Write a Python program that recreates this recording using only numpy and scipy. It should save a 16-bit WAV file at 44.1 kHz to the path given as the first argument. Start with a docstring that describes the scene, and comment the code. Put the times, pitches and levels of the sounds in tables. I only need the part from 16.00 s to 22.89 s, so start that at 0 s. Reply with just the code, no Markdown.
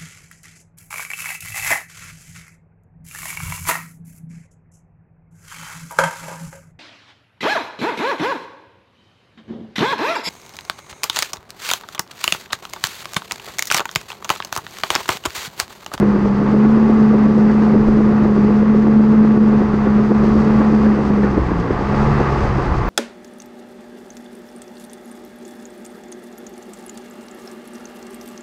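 """Bulldozer pushing dirt

A bulldozer pushes dirt and rock, heard from above its hood. The fan drone and exhaust are tones locked to
the crankshaft; noise pulsed by the firing and coloured by the panels makes the clatter.
Track links knock about eight times a second as ringing blows over rattle, rumble and crunching grit.
Near the end the blade digs in: the engine lugs down, then pulls back hard with a louder, rougher roar."""
import sys
import numpy as np
from scipy import signal
from scipy.fft import rfft, irfft, next_fast_len
from scipy.io import wavfile
from scipy.ndimage import uniform_filter1d, minimum_filter1d, map_coordinates

SR = 44100
rng = np.random.default_rng(int(sys.argv[2]) if len(sys.argv) > 2 else 0)


def unload_audio(sound):
    """Save the sound as a 16-bit wav file, at the path given as the first command line argument."""
    columns = np.transpose(np.atleast_2d(sound))
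    # keep every value between -1 and 1, then stretch to whole-number steps
    steps = np.round(np.clip(columns, -1, 1) * 32767)
    wavfile.write(sys.argv[1], SR, steps.astype(np.int16))


N = 303849  # samples

# the crankshaft drives everything: cylinder firings per passing fan blade
FIRINGS_PER_BLADE = .3283
# the sprocket is geared to it: fan blades passing per track link, and before the first link
BLADES_PER_LINK, FIRST_LINK_BLADES = 26.44, 3.1
# level at easy pushing [dB], and dB gained per dB of engine load
CLATTER_DB, CLATTER_GROWS = -27.5, 1.03
GRIT_DB, GRIT_GROWS = -50, 1.26
# pins and rollers rattling at a travel level of 0 dB [dB]; the share of the travel level that the grit follows
RATTLE_DB, GRIT_FOLLOWS = -21.5, .25
# the exhaust note barks under heavy load: base level [dB], load where the bark starts [dB], dB per dB beyond
NOTE_DB, BARK_LOAD_DB, BARK_GROWS = -26.5, 1.86, 1.95
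# the note fades as the engine lugs: working speed [blade Hz], dB per Hz away from it
WORKING_HZ, NOTE_DB_PER_HZ = 214, 0.12
# an ordinary link: base knock and clank levels [dB]; knock scatter [dB], doubled for touch and clank
KNOCK_DB, CLANK_DB, LINK_SCATTER_DB = -8.5, -34, 0.7
# a link touches the tooth just before it seats: lead [s], level against the seating blow [dB]
TOUCH_S, TOUCH_DB = .013, -6
TOP_HZ = 14400  # band limit


def amp(db):
    """Decibels to gain."""
    return 10 ** (np.asarray(db) / 20)


def unit(x):
    """x at rms 1."""
    return x / np.sqrt(np.mean(x ** 2) + 1e-20)


def curves(rows):
    """One value per sample for each column after the time."""
    s, *cols = np.transpose(rows)
    return [np.interp(np.arange(N) / SR, s, c) for c in cols]


def wobble(rate):
    """A smooth random curve, rate knots a second."""
    knots = rng.standard_normal(int(N * rate / SR) + 4)
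    return map_coordinates(knots, [np.arange(N) * rate / SR])


def filtered(x, response):
    """x times a response of frequency."""
    m = next_fast_len(N + 8192)
    return irfft(rfft(x, m) * response(np.fft.rfftfreq(m, 1 / SR)), m)[:N]


def coloured(x, spectrum, peaks=()):
    """x through a (Hz, dB) spectrum with resonant peaks, at rms 1."""
    f, db = np.transpose(spectrum)

    def response(hz):
        base_db = np.interp(np.log(hz + 1), np.log(f), db)
        lift_db = sum(gain / (1 + (2 * (hz - centre) / width) ** 2) for centre, width, gain in peaks)
        return amp(base_db + lift_db)

    return unit(filtered(x, response))


def grains(per_second, spread_db):
    """Tiny impacts at random times and of random sizes, at rms 1."""
    struck = rng.random(N) < per_second / SR
    sizes = amp(spread_db * rng.standard_normal(N))
    return unit(struck * rng.choice([-1, 1], N) * sizes)


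def partial(turns, flutter_db, flutter_hz):
    """A tone of rms 1 locked to a shaft, its strength unsteady."""
    tone = np.sin(2 * np.pi * (turns + rng.random()))
    return unit(tone * amp(flutter_db * wobble(flutter_hz)))


def fan(blades, drone_db):
    """The blades chop the air into a strong, nearly pure drone with a weak octave."""
    drone = partial(blades, flutter_db=0.98, flutter_hz=35.34)
    octave = amp(-20.0) * partial(2 * blades, flutter_db=1, flutter_hz=12)
    return amp(drone_db) * (drone + octave)


def exhaust(firings, throb_db, note_db, clatter_db, orders_db=-6):
    """The muffler passes the firing rate and its octave; unequal cylinders add weaker orders."""
    # upper exhaust orders: (multiple of the firing rate, level before the orders_db trim [dB])
    orders = [(1.5, -6), (2.5, -7.5), (4, -10), (5, -4.5), (5.5, -5.5), (6, -7), (6.5, -6.5), (8.5, -11.5),
              (9, -15), (11, -16.5), (12, -14), (13, -21.5), (16, -14.5), (18, -15)]
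    throb = amp(throb_db) * partial(firings, flutter_db=3.0, flutter_hz=12)
    note = amp(note_db) * partial(2 * firings, flutter_db=1.5, flutter_hz=14)
    upper = sum(amp(db) * partial(order * firings, flutter_db=2.0, flutter_hz=9) for order, db in orders)
    return throb + note + amp(clatter_db + orders_db) * upper


def clatter(firings, clatter_db, depth=0.24, sharpness=0.78, repeat=0.75):
    """Each firing shakes the block and the hood panels; part of it recurs with every six-cylinder cycle."""
    # tone of the clatter: (frequency [Hz], relative density [dB per Hz])
    clatter_tone = [(200, -30.5), (400, 2.5), (520, 0), (660, -3), (950, -1), (1200, -3), (1400, -4.5),
                    (1900, -9), (2300, -17.5), (3100, -25), (4500, -32.5), (8000, -58)]
    # resonances of the block and hood panels: (frequency [Hz], width [Hz], lift [dB])
    panels = [(582, 23, 0), (721, 40, 6.5), (861.4, 49, 7), (1020, 38, 4), (1131, 90, 5.5), (1228, 19, 5),
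              (2060, 160, 2.5), (2615, 430, 4)]
    burst = unit(np.exp(sharpness * np.cos(2 * np.pi * firings)))
    cylinder = amp(2 * rng.standard_normal(6))[np.round(firings).astype(int) % 6]
    cycle = rng.standard_normal(SR // 12)
    cycle_firings = np.linspace(0, 6, len(cycle), endpoint=False)
    recurring = np.interp(firings, cycle_firings, cycle, period=6)
    drive = (rng.standard_normal(N) + repeat * recurring) * (1 + depth * burst * cylinder)
    return amp(clatter_db + .7 * wobble(20)) * coloured(drive, clatter_tone, panels)


def ring(modes, detune, attack):
    """One blow on a set of modes, each time with new pitches and strengths, at peak 1."""
    t = np.arange(SR // 10) / SR
    hz, level_db, t60 = np.transpose(modes)[:, :, None]
    pitch, size = rng.standard_normal((2, len(modes), 1))
    decay = amp(level_db + 2 * size - 60 * t / t60)
    waves = decay * np.sin(2 * np.pi * hz * np.exp(detune * pitch) * t)
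    blow = waves.sum(axis=0) * (1 - np.exp(-t / attack))
    return blow / np.abs(blow).max()


def links(blades, travel_db):
    """Rows (s, knock dB, clank dB): a light touch and a knock for each passing link, and the hard blows."""
    # slack in the track: (time [s], how late the links seat [s])
    slack = [(0, .013), (.6, .011), (.85, -.002), (1.3, .002), (1.8, -.003), (2.7, 0), (2.95, .008),
             (4, .001), (5.4, .012), (6.3, .02)]
    # hard blows in the track, replacing any seating knock due then:
    # (time [s], knock peak level [dB], steel clank peak level [dB])
    hard_blows = [(.028, -5, -29), (0.098, -14, -31), (.16, -7, -31), (.257, -4.5, -42.5), (.542, -8, -32),
                  (.663, -7.5, -29.5), (1.51, -16, -24), (1.754, -5.5, -36), (1.885, -7, -31),
                  (3.248, -10.5, -27), (3.375, -5.5, -27.5), (3.62, -10.5, -33), (3.741, -10.5, -24),
                  (3.87, -8.5, -25), (4.119, -2, -30), (4.615, -9, -29), (4.863, -11, -23),
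                  (5.244, -8.4, -18.5), (5.378, -5, -29), (5.706, -7.5, -37), (6.204, -7.5, -35)]
    t = np.arange(N) / SR
    due = np.interp(np.arange(FIRST_LINK_BLADES, blades[-1], BLADES_PER_LINK), blades, t)
    due = due + np.interp(due, *np.transpose(slack))
    hard_s = np.transpose(hard_blows)[0]
    rows = list(hard_blows)
    for s, chance in zip(due, LINK_SCATTER_DB * rng.standard_normal((len(due), 3))):
        knock_db = KNOCK_DB + np.interp(s, t, travel_db)
        rows.append((max(0, s - TOUCH_S), knock_db + TOUCH_DB + 2 * chance[0], CLANK_DB + TOUCH_DB))
        if np.abs(hard_s - s).min() > .04:
            rows.append((s, knock_db + chance[1], CLANK_DB + 2 * chance[2]))
    return rows


def tracks(strikes, rattle_db, seating_s=.01, seating_db=-20.5, bounce_s=.0105, rebound_db=-4):
    """Each link shudders into its seat with a dull knock and a bouncing clank; pins and rollers rattle."""
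    # what the track frame rings with: (frequency [Hz], relative level [dB], t60 [s])
    frame = [(336, 2, 0.023), (416, -1, .016), (580, -6, 0.015), (730, -15.5, 0.0054), (885, -16.5, 0.018)]
    # what a steel shoe rings with: (frequency [Hz], relative level [dB], t60 [s])
    shoe = [(900, -2.5, 0.022), (1310, -3.5, 0.028), (1454, -3, 0.12), (1702, -0.5, 0.048),
            (1910, -2, 0.016), (2200, -9.5, .03)]
    # tone of the rattle and shudder: (frequency [Hz], relative density [dB per Hz])
    rattle_tone = [(30, -41.5), (115, -10.5), (165, 2), (250, 2.5), (380, 0), (450, -0.5), (540, -7.5),
                   (680, -25), (1500, -68)]
    blows = np.zeros(N + SR)
    shudder = coloured(rng.standard_normal(N), rattle_tone)
    for s, knock_db, clank_db in strikes:
        at = round(s * SR)
        knock = amp(knock_db) * ring(frame, detune=0.084, attack=0.00098)
        blows[at:][:len(knock)] += knock
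        # the shoe clanks just ahead of the knock, then again more softly with it
        first = max(0, at - round(bounce_s * SR))
        for start, loss_db in ((first, 0), (at, rebound_db)):
            clank = amp(clank_db + loss_db) * ring(shoe, detune=.04, attack=0.0016)
            blows[start:][:len(clank)] += clank
        near = np.arange(max(0, at - SR // 20), min(N, at + SR // 20))
        swell = np.exp(-.5 * ((near / SR - s) / seating_s) ** 2)
        blows[near] += amp(knock_db + seating_db) * unit(swell * shudder[near])
    rattle = coloured(grains(per_second=500, spread_db=1), rattle_tone)
    return blows[:N] + amp(rattle_db) * rattle


def chassis(sway_db=1.5, jolt_s=0.026, rumble_db=5.0, thud_db=-6):
    """The chassis rumbles unevenly over the ground and thuds where it drops over a rock."""
    # rumble, louder over rough ground: (time [s], level before the rumble_db lift [dB])
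    ground = [(0, -34.5), (1.3, -41), (1.95, -32.5), (2.8, -34.5), (3.45, -38), (3.7, -32), (4.35, -30.5),
              (4.75, -38.5), (5.6, -30.5), (6.89, -24.5)]
    # drops over a rock: (time [s], thud level before the thud_db trim [dB])
    jolts = [(1.87, -19.5), (5.4, -22), (6.08, -18), (6.72, -19)]
    # tone of rumble and thuds: (frequency [Hz], relative density [dB per Hz])
    rumble_tone = [(6, -24.5), (25, -2), (48, 0.5), (70, -0.5), (100, -3), (150, -5), (300, -27.5),
                   (900, -76)]
    ground_db, = curves(ground)
    t = np.arange(N) / SR
    thuds = sum(amp(db + thud_db) * np.exp(-.5 * ((t - s) / jolt_s) ** 2) for s, db in jolts)
    rumble = amp(ground_db + rumble_db + sway_db * wobble(7))
    return (rumble + thuds) * coloured(rng.standard_normal(N), rumble_tone)


def soil(grit_db):
    """Stones and sand crunch under the shoes and scrape along the blade: random grains over steady noise."""
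    # tone of the grit: (frequency [Hz], relative density [dB per Hz])
    grit_tone = [(1500, -15), (3000, -0.5), (4100, -1), (4750, 2.5), (5400, -2.5), (6300, -4), (7000, -9.5),
                 (8500, -15), (10000, -30), (12200, -30), (14000, -40.5)]
    crunch = grains(per_second=1500, spread_db=4.0) * amp(2.7 * wobble(25))
    scrape = rng.standard_normal(N)
    return amp(grit_db + 0.46 * wobble(16)) * coloured(scrape + .7 * crunch, grit_tone)


def scene(drone_waver_db=0.76):
    """One crankshaft drives the fan, cylinders and tracks; the load drives clatter, exhaust and grit levels."""
    # the crankshaft's speed: (time [s], fan blade rate [Hz])
    speed = [(0.0, 206.9), (0.3, 201.4), (0.75, 219.6), (1.2, 214.0), (2.2, 213.4), (2.45, 209.0),
             (2.7, 214.2), (3.3, 216.4), (3.78, 209.9), (4.4, 215.5), (4.85, 213.7), (5.25, 205.3),
             (5.4, 196.0), (5.58, 168.0), (5.9, 205.8), (6.08, 217.0), (6.4, 204.4), (6.89, 191.5)]
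    # fan drone before its waver: (time [s], level [dB])
    fan_level = [(0, -13.5), (.48, -15.5), (.62, -10), (1.55, -11.5), (2.6, -12), (3, -10.2), (3.53, -11),
                 (3.68, -16.5), (3.9, -15), (4.05, -12.5), (4.72, -13.5), (4.89, -10), (5.02, -19),
                 (5.23, -15), (5.44, -29.5), (5.58, -20), (5.74, -31.5), (6.02, -16), (6.3, -30.5)]
    # engine load against easy pushing: (time [s], level [dB])
    load = [(0, -0.1), (1.6, 0), (3.45, -1.27), (4.5, 2.5), (5.05, 0.9), (5.66, 0.2), (6.05, 5.5),
            (6.4, 4.5), (6.89, 2.5)]
    # firing throb, swelling and fading: (time [s], level [dB])
    throb = [(0, -40.5), (.8, -41.5), (1.55, -32.5), (2.1, -41.5), (3.7, -43.5), (4.35, -27), (5.15, -34),
             (5.41, -22), (5.6, -31.5), (6.5, -30), (6.89, -36)]
    # how hard the tracks run, easing off at the end: (time [s], level [dB])
    travel = [(0, -1.2), (1.7, 1.4), (2.75, -1), (3.4, .5), (3.8, -3), (4.25, 0), (5.4, -1.5), (6.2, -5),
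              (6.89, -8.5)]
    blade_hz, = curves(speed)
    drone_db, = curves(fan_level)
    load_db, = curves(load)
    throb_db, = curves(throb)
    travel_db, = curves(travel)

    blades = np.cumsum(blade_hz * (1 + .003 * wobble(25))) / SR  # blades passed so far
    firings = FIRINGS_PER_BLADE * blades
    bark_db = BARK_GROWS * np.maximum(0, load_db - BARK_LOAD_DB)
    note_db = NOTE_DB + bark_db + NOTE_DB_PER_HZ * (blade_hz - WORKING_HZ)
    clatter_db = CLATTER_DB + CLATTER_GROWS * load_db
    grit_db = GRIT_DB + GRIT_GROWS * load_db + GRIT_FOLLOWS * travel_db

    engine = fan(blades, drone_db + drone_waver_db * wobble(11))
    engine = engine + exhaust(firings, throb_db, note_db, clatter_db)
    engine = engine + clatter(firings, clatter_db)
    running_gear = tracks(links(blades, travel_db), RATTLE_DB + travel_db) + chassis()
    return (engine + running_gear + soil(grit_db))[None]


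def limiter(x, ceiling):
    """Peaks over the ceiling push the whole sound down for a few hundredths of a second."""
    needed = np.minimum(1, ceiling / (np.abs(x) + 1e-9))
    held = minimum_filter1d(needed, size=SR // 35, origin=SR // 80)  # mostly looks back, so the dip lingers
    return x * uniform_filter1d(held, size=SR // 250)


def record(dry):
    """The camera limits the peaks, then a steep low-pass removes the top of the band."""
    limited = limiter(dry[0], ceiling=.75)
    low_pass = signal.ellip(10, .1, 90, TOP_HZ, fs=SR, output="sos")
    return signal.sosfilt(low_pass, limited)[None]


dry = scene()
out = record(dry)
unload_audio(out)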